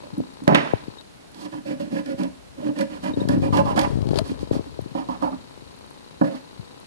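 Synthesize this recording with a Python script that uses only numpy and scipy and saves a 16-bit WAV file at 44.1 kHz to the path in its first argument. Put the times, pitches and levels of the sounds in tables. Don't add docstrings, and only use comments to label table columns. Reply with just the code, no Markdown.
import sys
import numpy as np
from scipy import signal
from scipy.fft import rfft, irfft
from scipy.io import wavfile
from scipy.ndimage import uniform_filter1d, map_coordinates

SR = 44100
rng = np.random.default_rng(int(sys.argv[2]) if len(sys.argv) > 2 else 0)


def to_wav(s):
    ch = np.atleast_2d(s).T
    pcm = np.round(np.clip(ch, -1, 1) * 32767)
    wavfile.write(sys.argv[1], SR, pcm.astype(np.int16))


N = 302526
T = np.arange(N) / SR
HZ = np.fft.rfftfreq(N, 1 / SR)

# start t/s, length/s, level/dB, swell over the stroke/dB, then ring, knock, bite re level/dB
STROKES = [(0.027, 0.039, -36, -17.5, 1, -6, -14.5), (.116, 0.035, -35.5, 2, -14, -13, -33),
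           (0.178, 0.0083, -16, 10, -13, -37, -49), (1.186, 0.029, -41, -11, -23, -22, -39),
           (1.436, 0.018, -29, 20, -13, -8.5, -13), (1.507, 0.08, -26.5, -4, -10.5, -9.5, -17),
           (1.642, 0.094, -22.5, 1.5, -8, -13, -16), (1.8, 0.12, -31.5, -21, -9, -14, -16.5),
           (1.902, 0.1, -26.5, 6.5, -3.5, -10.5, -11.5), (2.037, 0.085, -26.5, 12.5, -5.5, -14.5, -16),
           (2.168, 0.094, -18, -7, -8, -12, -19.5), (2.552, .14, -25.5, 12, -7.5, -12.5, -20.5),
           (2.744, 0.079, -21, 14.5, -3.5, -10.5, -16), (2.878, 0.097, -31, 5.5, -6, -6.5, -12.5),
           (3.013, 0.088, -22, 0, -6.5, -5.5, -13.5), (3.152, 0.078, -24.5, 6, -5, -9, -17),
           (3.288, 0.059, -16.5, 1.5, -8.5, -10, -17.5), (3.36, 0.014, -21, -9, -15, -12, -30),
           (3.415, 0.062, -18.5, 1.5, -8, -8, -18), (3.515, 0.086, -17.5, 3.5, -3, 1.5, -11),
           (3.65, 0.077, -24, 4, 3, 4, -12.5), (3.757, 0.067, -18, 2.5, 0.5, -0.5, -9),
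           (3.826, 0.026, -24, 1, 2, 13.5, -6.5), (4.947, 0.07, -29, 2, -7, 2.5, -12),
           (5.083, 0.066, -27.5, -3, -14, 2, -14.5), (5.209, 0.068, -24, -7, -1, 5.5, -15),
           (5.31, 0.037, -26.5, -7, -5, -6, -26), (6.225, 0.069, -21, -5, -0.5, -14, -19),
           (6.305, 0.04, -27.5, 3, -1, -4, -16.5), (6.345, 0.04, -40.5, -3, -11, 3, -1.5)]
# t/s, crack level/dB, blow level/dB
TAPS = [(0.1751, -73, -18), (0.416, -72, -26), (1.345, -39, -64), (1.458, -40, -33), (1.7974, -38, -27.5),
        (1.9245, -58, -19), (1.954, -52, -21.5), (2.187, -46, -29), (2.0598, -33.5, -41),
        (2.234, -30.5, -47), (2.7872, -26.5, -27), (2.809, -23.5, -35), (3.039, -32, -36),
        (3.287, -21, -28), (3.42, -69, -43), (3.5368, -36, -21.5), (3.571, -21.5, -21.5), (3.603, -40, -25),
        (3.656, -38, -33), (3.69, -41, -32), (3.762, -44, -24), (3.7758, -23.5, -15), (3.7916, -14, -27),
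        (3.814, -22, -30), (3.838, -37, -30), (4.9492, -48.5, -19.5), (5.0874, -46.5, -22.5),
        (5.2229, -39.5, -22), (6.2124, -38, -9)]
# t/s, crack level/dB, blow level/dB
LANDINGS = [(.478, -20.5, -15.5), (.526, -45, -24.5), (0.5477, -18, -23.5), (0.572, -36, -27),
            (0.594, -47, -42)]


def undb(db):
    return 10 ** (np.asarray(db) / 20)


def over_hz(table, hz=HZ):
    f, v = np.transpose(table)
    return np.interp(np.log(hz + 20), np.log(f + 20), v)


def unit(x):
    return x / np.sqrt(np.mean(x ** 2))


def add(track, s, sound):
    i = int(s * SR)
    track[i:i + len(sound)] += sound[:max(N - i, 0)]


def peak(x, hz, width, order):
    b, a = signal.iirpeak(hz, hz / width, SR)
    for _ in range(order):
        x = signal.lfilter(b, a, x)
    return x


def ring(x, modes, wander_db=0., order=2):
    hz, width, db = np.transpose(modes)
    width = np.maximum(width, hz / 30)
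    knots = np.arange(0, T[-1] + .1, .06)
    out = 0
    for f, w, d in zip(hz, width, db):
        share = undb(d)
        if wander_db:
            share = undb(np.interp(T, knots, d + wander_db * rng.standard_normal(len(knots))))
        out = out + peak(share * x, f, w, order)
    return out / np.sqrt(np.sum(undb(2 * db) * np.pi * width / (2 * SR)))


def burst(t60, rise_s=0.00025):
    t = T[:4000]
    fade = undb(-60 * np.maximum(t - rise_s, 0) / t60)
    return rng.standard_normal(len(t)) * np.clip(t / rise_s, 0, 1) * fade


def grit(scatter_db, grain_s):
    k = max(int(grain_s * SR), 1)
    size = undb(scatter_db * np.minimum(rng.exponential(size=N // k + 1), 3))
    return unit(rng.standard_normal(N) * uniform_filter1d(np.repeat(size, k)[:N], k))


def hum():
    # f/Hz, level/dB per Hz
    room_colour = [(40, -9), (113, -2.5), (250, -1.5), (440, -6), (700, -8), (1100, -12.5), (2100, -17.5),
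                   (3900, -20.5), (5700, -24), (11000, -27.5), (13000, -34.5)]
    # f/Hz, level/dB
    left_db = [(60, 11.5), (400, -1), (2400, -3), (8000, -2), (14000, -6)]
    # f/Hz, left-right correlation (negative is inverted)
    likeness = [(60, -0.34), (600, -0.56), (3000, -0.2), (7000, 0.13)]
    a, b = rfft(rng.standard_normal((2, N)))
    c = over_hz(likeness)
    tilt_db = over_hz(left_db) / 2
    pair = np.array([a * undb(tilt_db), (c * a + np.sqrt(1 - c ** 2) * b) * undb(-tilt_db)])
    return undb(-47) * unit(irfft(pair * undb(over_hz(room_colour)), N))


def lens():
    # f/Hz, width/Hz, level/dB
    case_modes = [(876, 275, 28), (3100, 2500, 7.5), (3860, 560, 12.5), (4210, 610, 9), (5440, 100, -13)]
    # t/s, level/dB
    effort = [(0, 5), (.98, 7), (1.06, -16), (2.55, -20), (3.1, 0.5), (4.2, 6.5), (5.5, 2.5), (6.86, 5)]
    # start t/s, length/s, tick level/dB, whirr level/dB
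    steps = [(.0045, 0.015, -40.5, -55.5), (0.0188, 0.0018, -51, -59), (0.0236, 0.0075, -43, -61),
             (0.034, 0.0041, -46.5, -55.5)]
    # t/s, level/dB
    whines = [(0.9844, -35), (3.135, -34.5), (3.203, -34.5)]
    frame_s, whine_hz, whine_s = 1001 / 30000, 3790, 0.021
    whirr_share = 0.3

    tick_push, whirr, place = np.zeros(N), np.zeros(N), T % frame_s
    starts = np.arange(0, T[-1] - frame_s, frame_s)
    for s, length, tick_db, whirr_db in steps:
        tick_push[((starts + s) * SR).astype(int)] += undb(tick_db + 2.2 * rng.standard_normal(len(starts)))
        whirr += undb(whirr_db) * ((place - s) % frame_s < length)
    whirr = uniform_filter1d(whirr, size=60) * rng.standard_normal(N)
    tick_push = signal.lfilter(signal.windows.hann(int(0.00037 * SR)) / 4, 1, tick_push)
    thud = signal.lfilter(*signal.iirpeak(330, 1.2, SR), tick_push)
    effort_db = np.interp(T, *np.transpose(effort))
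    out = undb(effort_db) * (2.36 * ring(tick_push, case_modes) + 32.2 * thud)
    out += undb(whirr_share * effort_db + 3) * ring(whirr, case_modes[1:])

    t = T[:int(whine_s * SR)]
    edges = np.clip(np.minimum(t, t[-1] - t) / 0.002, 0, 1)
    for s, db in whines:
        shape = (0.5 + 0.75 * np.exp(-(t / 0.0064) ** 2)) * edges
        add(out, s, undb(db) * shape * np.sin(2 * np.pi * whine_hz * t))
    return out


def slips():
    # crest t/s, crest level/dB, pitch at the crest f/Hz
    timed = [(0.137, -20.5, 170), (.185, -18.5, 183), (0.2047, -14, 400), (0.7372, -1, 445),
             (0.8844, -17, 258), (2.144, -19.5, 225), (3.115, -19, 175), (3.141, -16.5, 240),
             (3.175, -7.5, 280), (3.219, -8.5, 270), (3.255, -8, 245), (3.278, -9, 242), (3.2949, -3, 240),
             (3.3204, -9, 220), (3.352, -10, 220), (3.3791, -5.5, 188), (3.4, -11, 230), (3.422, -6, 210),
             (3.442, -10, 240), (3.463, -10, 210), (3.49, -8, 230), (3.507, -8, 200), (3.5282, -3, 200),
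             (3.547, -7, 231), (3.566, -7, 277), (3.617, -8, 153), (3.636, -10, 230), (3.655, -7.5, 210),
             (3.68, -10, 260), (3.7112, -12.5, 320), (3.7556, -11, 315.6), (3.8451, -10, 177),
             (3.8763, -8, 261), (3.905, -10.5, 231.3), (3.9331, -10, 168.4), (3.957, -6.5, 204),
             (3.9741, -7.5, 235), (3.989, -7, 210), (4.009, -12, 230), (4.0173, -13, 150),
             (4.0282, -7, 141), (4.0578, -11, 230), (4.073, -7.5, 248), (4.09, -9.5, 248), (4.108, -4, 151),
             (4.114, -5.5, 280), (4.128, -11, 200), (4.135, -8, 419), (4.159, -11, 383), (4.177, -8, 282),
             (4.2172, -7.5, 235), (4.32, -12, 265), (4.4325, -11.5, 296.6), (4.475, -25.5, 366),
             (4.514, -3.5, 320), (4.5554, -14, 427), (4.5679, -8.5, 240), (4.5969, -11.5, 250),
             (4.612, -22, 385), (4.7929, -12, 387), (4.826, -21.5, 133), (4.863, -19, 236),
             (4.9208, -24, 159), (5.578, -27, 307), (5.6243, -31, 260.9), (6.601, -20.5, 128.9)]
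    creak_start_s, creak_end_s, period_s, jitter_s = 3.25, 4.22, 0.021, 0.00205
    creak_db, scatter_db, creak_hz = -11.5, 2, 254
    creak_trough_db, lone_trough_db, trough_db_per_octave = -10, -1.4, 16

    def creaking(s):
        return creak_start_s < s < creak_end_s

    rows = []
    for s, db, hz in timed:
        trough_db = lone_trough_db
        if creaking(s):
            trough_db = min(creak_trough_db + trough_db_per_octave * np.log2(hz / creak_hz), 0)
        rows.append((s, db, hz, trough_db))
    for (a, *_), (b, *_) in zip(timed, timed[1:]):
        if creaking(a) and creaking(b):
            gaps = max(round((b - a) / period_s), 1)
            for s in np.linspace(a, b, gaps + 1)[1:-1]:
                late, size, pitch = rng.standard_normal(3)
                rows.append((s + jitter_s * late, creak_db + scatter_db * size,
                             creak_hz * np.exp(.15 * pitch), creak_trough_db))
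    return rows


def grip():
    # t/s, relative level/dB
    hand_sway = [(0.0, -59), (0.88, -58), (0.97, -68), (2.79, -56.5), (3.4, -36.5), (3.7, -41.5),
                 (4.18, -32.5), (4.3, -41.5), (6.46, -66), (6.61, -52), (6.69, -69), (6.86, -70)]
    wobble_hz = 105
    out, t = np.zeros(N), T[:2600] - 600 / SR
    for s, db, hz, trough_db in slips():
        pitch_hz = wobble_hz + (hz - wobble_hz) * np.exp(-np.clip(t / 0.0012, -.35, 20))
        phase = 2 * np.pi * np.cumsum(pitch_hz) / SR
        phase -= np.interp(0, t, phase)
        trough = undb(trough_db * np.clip(-phase / np.pi, 0, 1))
        before = trough * np.clip(2.4 + phase / (1.2 * np.pi), 0, 1) ** 2
        after = 0.5 * np.exp(-t / 0.00081) + 0.46 * np.exp(-t / 0.0087)
        add(out, s + t[0], undb(db) * np.where(t < 0, before, after) * np.cos(phase))
    out = signal.sosfiltfilt(signal.butter(2, 1700, fs=SR, output="sos"), out)
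    rub = undb(np.interp(T, *np.transpose(hand_sway)) + 9) * grit(4.0, 0.011)
    return out + ring(rub, [(65.5, 45, 0.5), (127.5, 45, -5.0), (419, 264, -11.5)])


def pressure(s, length, swell_db):
    release_s = 0.059
    struck = np.min(np.abs(np.array(TAPS + LANDINGS)[:, 0] - s)) < .012
    rise_s = 0.0047 if struck else 0.28 * length
    span = slice(int(s * SR), int((s + length + release_s) * SR))
    t = T[span] - s
    edges = np.clip(t / rise_s, 0, 1) * np.clip((length - t) / release_s + .5, 0, 1)
    return span, np.sin(np.pi / 2 * edges) ** 2 * undb(swell_db * (np.clip(t / length, 0, 1) - .5))


def catches():
    rate_per_s, jolt_db, fade_s = 70, 3, 0.0017
    jolt = (rng.random(N) < rate_per_s / SR) * rng.exponential(size=N)
    return unit(1 + undb(jolt_db) * signal.lfilter([1], [1, -np.exp(-1 / (fade_s * SR))], jolt))


def blows(rows):
    knock_share = 0.47
    hit = np.zeros((6, N))
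    for s, crack_db, blow_db in rows:
        contact_s = 0.00069 * np.exp(-0.03 * (crack_db + 25))
        width = max(int(contact_s * SR), 6)
        blow = undb(blow_db) * signal.windows.hann(width) / (width / SR)
        knock_db = min(STROKES, key=lambda row: abs(row[0] - s))[5]
        add(hit[0], s, 0.0013 * blow)
        add(hit[1], s, 0.00076 * blow)
        add(hit[2], s, 0.0016 * undb(knock_share * knock_db) * blow)
        add(hit[3], s, 0.0012 * blow)
        add(hit[3], s, undb(crack_db + 1.0) * burst(0.0095))
        for side in hit[4:]:
            add(side, s, undb(crack_db - 2.5) * burst(0.022))
    return hit


def bend(x):
    shift = 0.0122
    knots = np.arange(0, T[-1] + .2, .09)
    sway = shift * rng.standard_normal(len(knots) + 1)
    offset_samples = np.cumsum(np.interp(T, knots, np.diff(sway) / np.sqrt(2)))
    return map_coordinates(x, [np.arange(N) + offset_samples], order=1, mode="nearest")


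def knife():
    # start t/s, length/s, level/dB,
    # swell over the slide/dB, then ring, knock, bite re level/dB
    fingers = [(1.317, 0.12, -35, 19, -15, -8.5, -17.5), (4.086, 0.12, -44, 9, 2, -7, -4.5),
               (4.23, 0.098, -31.5, 0, -12, -6.5, -14.5), (4.392, 0.059, -36.5, -4, -9, -4.5, -12.5),
               (4.513, 0.065, -35, -1.5, 2, 5, -8), (4.651, 0.034, -37.5, -4, -16, -12, -17)]
    # f/Hz, width/Hz, level/dB
    body_modes = [(149.6, 31, -13), (192.2, 42, -5.5), (221.5, 45, -5), (266.8, 41, 2), (292.2, 27.6, -3),
                  (371, 69, -23.5)]
    # f/Hz, width/Hz, level/dB
    ring_modes = [(507.5, 11, -11), (557.4, 43, 2), (591.8, 31.5, -3.5), (668, 26, -10.5)]
    # f/Hz, width/Hz, level/dB
    knock_modes = [(738, 102, 1), (801, 74, 1.5), (877.5, 75, 2.5), (968.5, 74, 5.5), (1011, 45, 1.5),
                   (1049, 60, 0.5), (1137, 126, -3.5), (1302, 69, -9.5)]
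    # f/Hz, width/Hz, level/dB
    bite_modes = [(1446, 126, 4.5), (1574, 86, 5), (1700, 110, 9.5), (1799, 106, 5.5), (1990, 74, 3.5),
                  (2230, 116, 0.5), (2413, 180, 2), (2620, 120, 2), (2763, 100, 1.5), (2970, 320, -1.5)]
    # f/Hz, width/Hz, level/dB
    hiss_modes = [(3420, 620, 16), (4410, 2830, 20.3), (6600, 6000, 11), (9370, 6500, 3.6)]
    stroke_hiss_db, finger_hiss_db = -8.5, 1
    tap_db = 1
    alike = 0.4

    push = np.zeros((5, N))
    steepness = np.array([[1.0], [1.0], [1.05], [1.15], [1.25]])
    rows = [(*row, stroke_hiss_db) for row in STROKES] + [(*row, finger_hiss_db) for row in fingers]
    for s, length, db, swell_db, ring_db, knock_db, bite_db, hiss_db in rows:
        span, force = pressure(s, length, swell_db * steepness)
        group_db = np.array([0, ring_db, knock_db, bite_db, bite_db + hiss_db])
        push[:, span] += force * undb(db + group_db[:, None])
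    push[:4] *= catches()
    rub = push * np.array([grit(1.25, 0.013), grit(1.17, 0.0057), grit(4.0, 0.0047),
                           grit(0.49, 0.0019), grit(0.32, 0.0022)])

    taps, lands = blows(TAPS), blows(LANDINGS)
    board = rattle()
    thin = signal.butter(3, 115, "high", fs=SR, output="sos")
    groups = (body_modes, ring_modes, knock_modes, bite_modes)
    for r, tap, land, modes in zip(rub, taps, lands, groups):
        worked = ring(r + undb(tap_db) * tap, modes, wander_db=2.5)
        board += signal.sosfilt(thin, bend(worked))
        add(board, 0, signal.sosfilt(thin, ring(land[:SR], modes, order=1)))
    crack = taps[4:] + lands[4:]
    hiss = ring(rub[4] + crack[0], hiss_modes)
    other = ring(push[4] * grit(1.0, 0.0016) + crack[1], hiss_modes)
    return board + alike * hiss + np.sqrt(1 - alike ** 2) * other, board + hiss


def kitchen(x):
    # f/Hz, T60/s
    t60_s = [(150, 0.46), (1000, 0.36), (4000, 0.67), (10000, 0.93)]
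    t = T[:SR]
    tail = 0
    for hz in 125. * 2. ** np.arange(7):
        band = signal.butter(2, [hz / np.sqrt(2), hz * np.sqrt(2)], "band", fs=SR, output="sos")
        fade = undb(-60 * t / over_hz(t60_s, hz)) * np.clip(t / 0.0011, 0, 1)
        tail = tail + signal.sosfilt(band, rng.standard_normal((2, SR))) * fade
    tail = tail / np.sqrt(np.sum(tail ** 2, axis=1, keepdims=True))
    return undb(-16) * signal.fftconvolve(x[None], tail, axes=1)[:, :N]


def ticks():
    # t/s, level/dB
    peels = [(.181, -37), (.194, -48), (0.339, -45), (0.439, -39), (0.736, -45), (1.3175, -44), (1.41, -52),
             (4.277, -40), (4.815, -42), (5.765, -47), (5.788, -45), (5.863, -45), (5.905, -42),
             (5.933, -49), (6.1974, -50), (6.8008, -41)]
    # f/Hz, width/Hz, level/dB
    skin_modes = [(7000, 3000, -6), (9700, 4800, 5), (11900, 2200, -8)]
    out = np.zeros((2, N))
    for s, db in peels:
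        for side in out:
            add(side, s, undb(db) * burst(0.008))
    return ring(out, skin_modes) * undb(np.array([[-3.], [0]]))


def rattle():
    # start t/s, length/s, low level/dB, swell/dB, high level/dB
    shakes = [(0.473, 0.079, -12.5, 1, -31.5), (0.544, 0.054, -19, -17.5, -18),
              (0.572, 0.19, -29, -18.5, -33), (0.735, 0.21, -46.5, -19, -52)]
    # f/Hz, level/dB per Hz
    dense_ring = [(47, -50), (80, -31), (144, -5.5), (333, -9), (651, -3.5), (1100, -5), (1940, -9.5),
                  (3070, -19.5), (5300, -31.5), (12000, -65), (15600, -84), (22000, -120)]
    # f/Hz, width/Hz, level over the dense ring/dB
    clear_modes = [(152, 33, 4.5), (287, 34, 9), (372, 46, 4.5), (653, 37, 7.5), (875, 35, 5),
                   (1002, 35, 5), (1360, 90, 2), (1610, 100, 6), (1950, 70, 3.5), (2320, 57, 5),
                   (2590, 90, 6), (3050, 70, 7)]
    split_hz = 1130
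    high = 1 / (1 + (split_hz / (HZ + 1)) ** 4)
    bumps_db = sum(db / (1 + (2 * (HZ - hz) / width) ** 2) for hz, width, db in clear_modes)
    colour = undb(over_hz(dense_ring) + bumps_db)
    low_noise, high_noise = [unit(irfft(rfft(grit(2.9, 0.004)) * colour * part, N)) for part in (1 - high, high)]
    out = np.zeros(N)
    for s, length, low_db, swell_db, high_db in shakes:
        span, force = pressure(s, length, swell_db)
        out[span] += force * (undb(low_db) * low_noise[span] + undb(high_db) * high_noise[span])
    return out


def clicks():
    # t/s, level/dB
    cracks = [(1.009, -32.5), (4.0167, -33), (4.0682, -33), (4.0873, -27), (4.1072, -30), (4.142, -28),
              (4.157, -23), (4.1145, -35), (4.165, -27), (4.172, -20), (4.178, -27), (4.1862, -8.5),
              (4.39, -33)]
    # f/Hz, width/Hz, level/dB
    shell_modes = [(650, 70, 20.5), (910, 690, 14), (2320, 1300, -0.5), (3140, 1730, 7), (4070, 1500, 8.5),
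                   (6340, 6900, -6), (11400, 16000, -24)]
    # f/Hz, level/dB
    right_db = [(600, -9), (3000, -18), (5000, -19), (9000, -14), (13000, -8)]
    knocks = np.zeros((2, N))
    for s, db in cracks:
        for side in knocks:
            add(side, s, undb(db) * burst(0.017, rise_s=0.0018))
    left, right = ring(knocks, shell_modes)
    return np.array([left, irfft(rfft(right) * undb(over_hz(right_db)), N)])


def scene():
    # f/Hz, level/dB
    board_left_db = [(110, 1), (200, -2), (380, -3.5), (690, -7), (1280, -8.5), (2360, -9.5), (4360, -5),
                     (8000, -8), (14800, -6)]
    # f/Hz, lead/rad (negative lags)
    board_left_rad = [(20, -1), (130, -1.4), (260, -1.8), (860, -2.8), (1700, -3.5), (3500, -3.7),
                      (5200, -4.6), (12000, -5.0)]
    toward_left, board = knife()
    path = undb(over_hz(board_left_db)) * np.exp(1j * over_hz(board_left_rad))
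    left = irfft(rfft(toward_left) * path, N)
    case = grip() + lens()
    right = board - undb(-10.5) * case
    return np.array([left + case, right]) + clicks() + ticks() + kitchen(board) + hum()


def record(dry):
    soft = signal.sosfilt(signal.butter(4, 11950, fs=SR, output="sos"), dry)
    clipped = np.clip(soft, -.95, .95)
    trimmed = signal.sosfilt(signal.butter(2, 46, "high", fs=SR, output="sos"), clipped)
    return signal.sosfilt(signal.ellip(8, .2, 70, 12800, fs=SR, output="sos"), trimmed)


dry = scene()
out = record(dry)
to_wav(out)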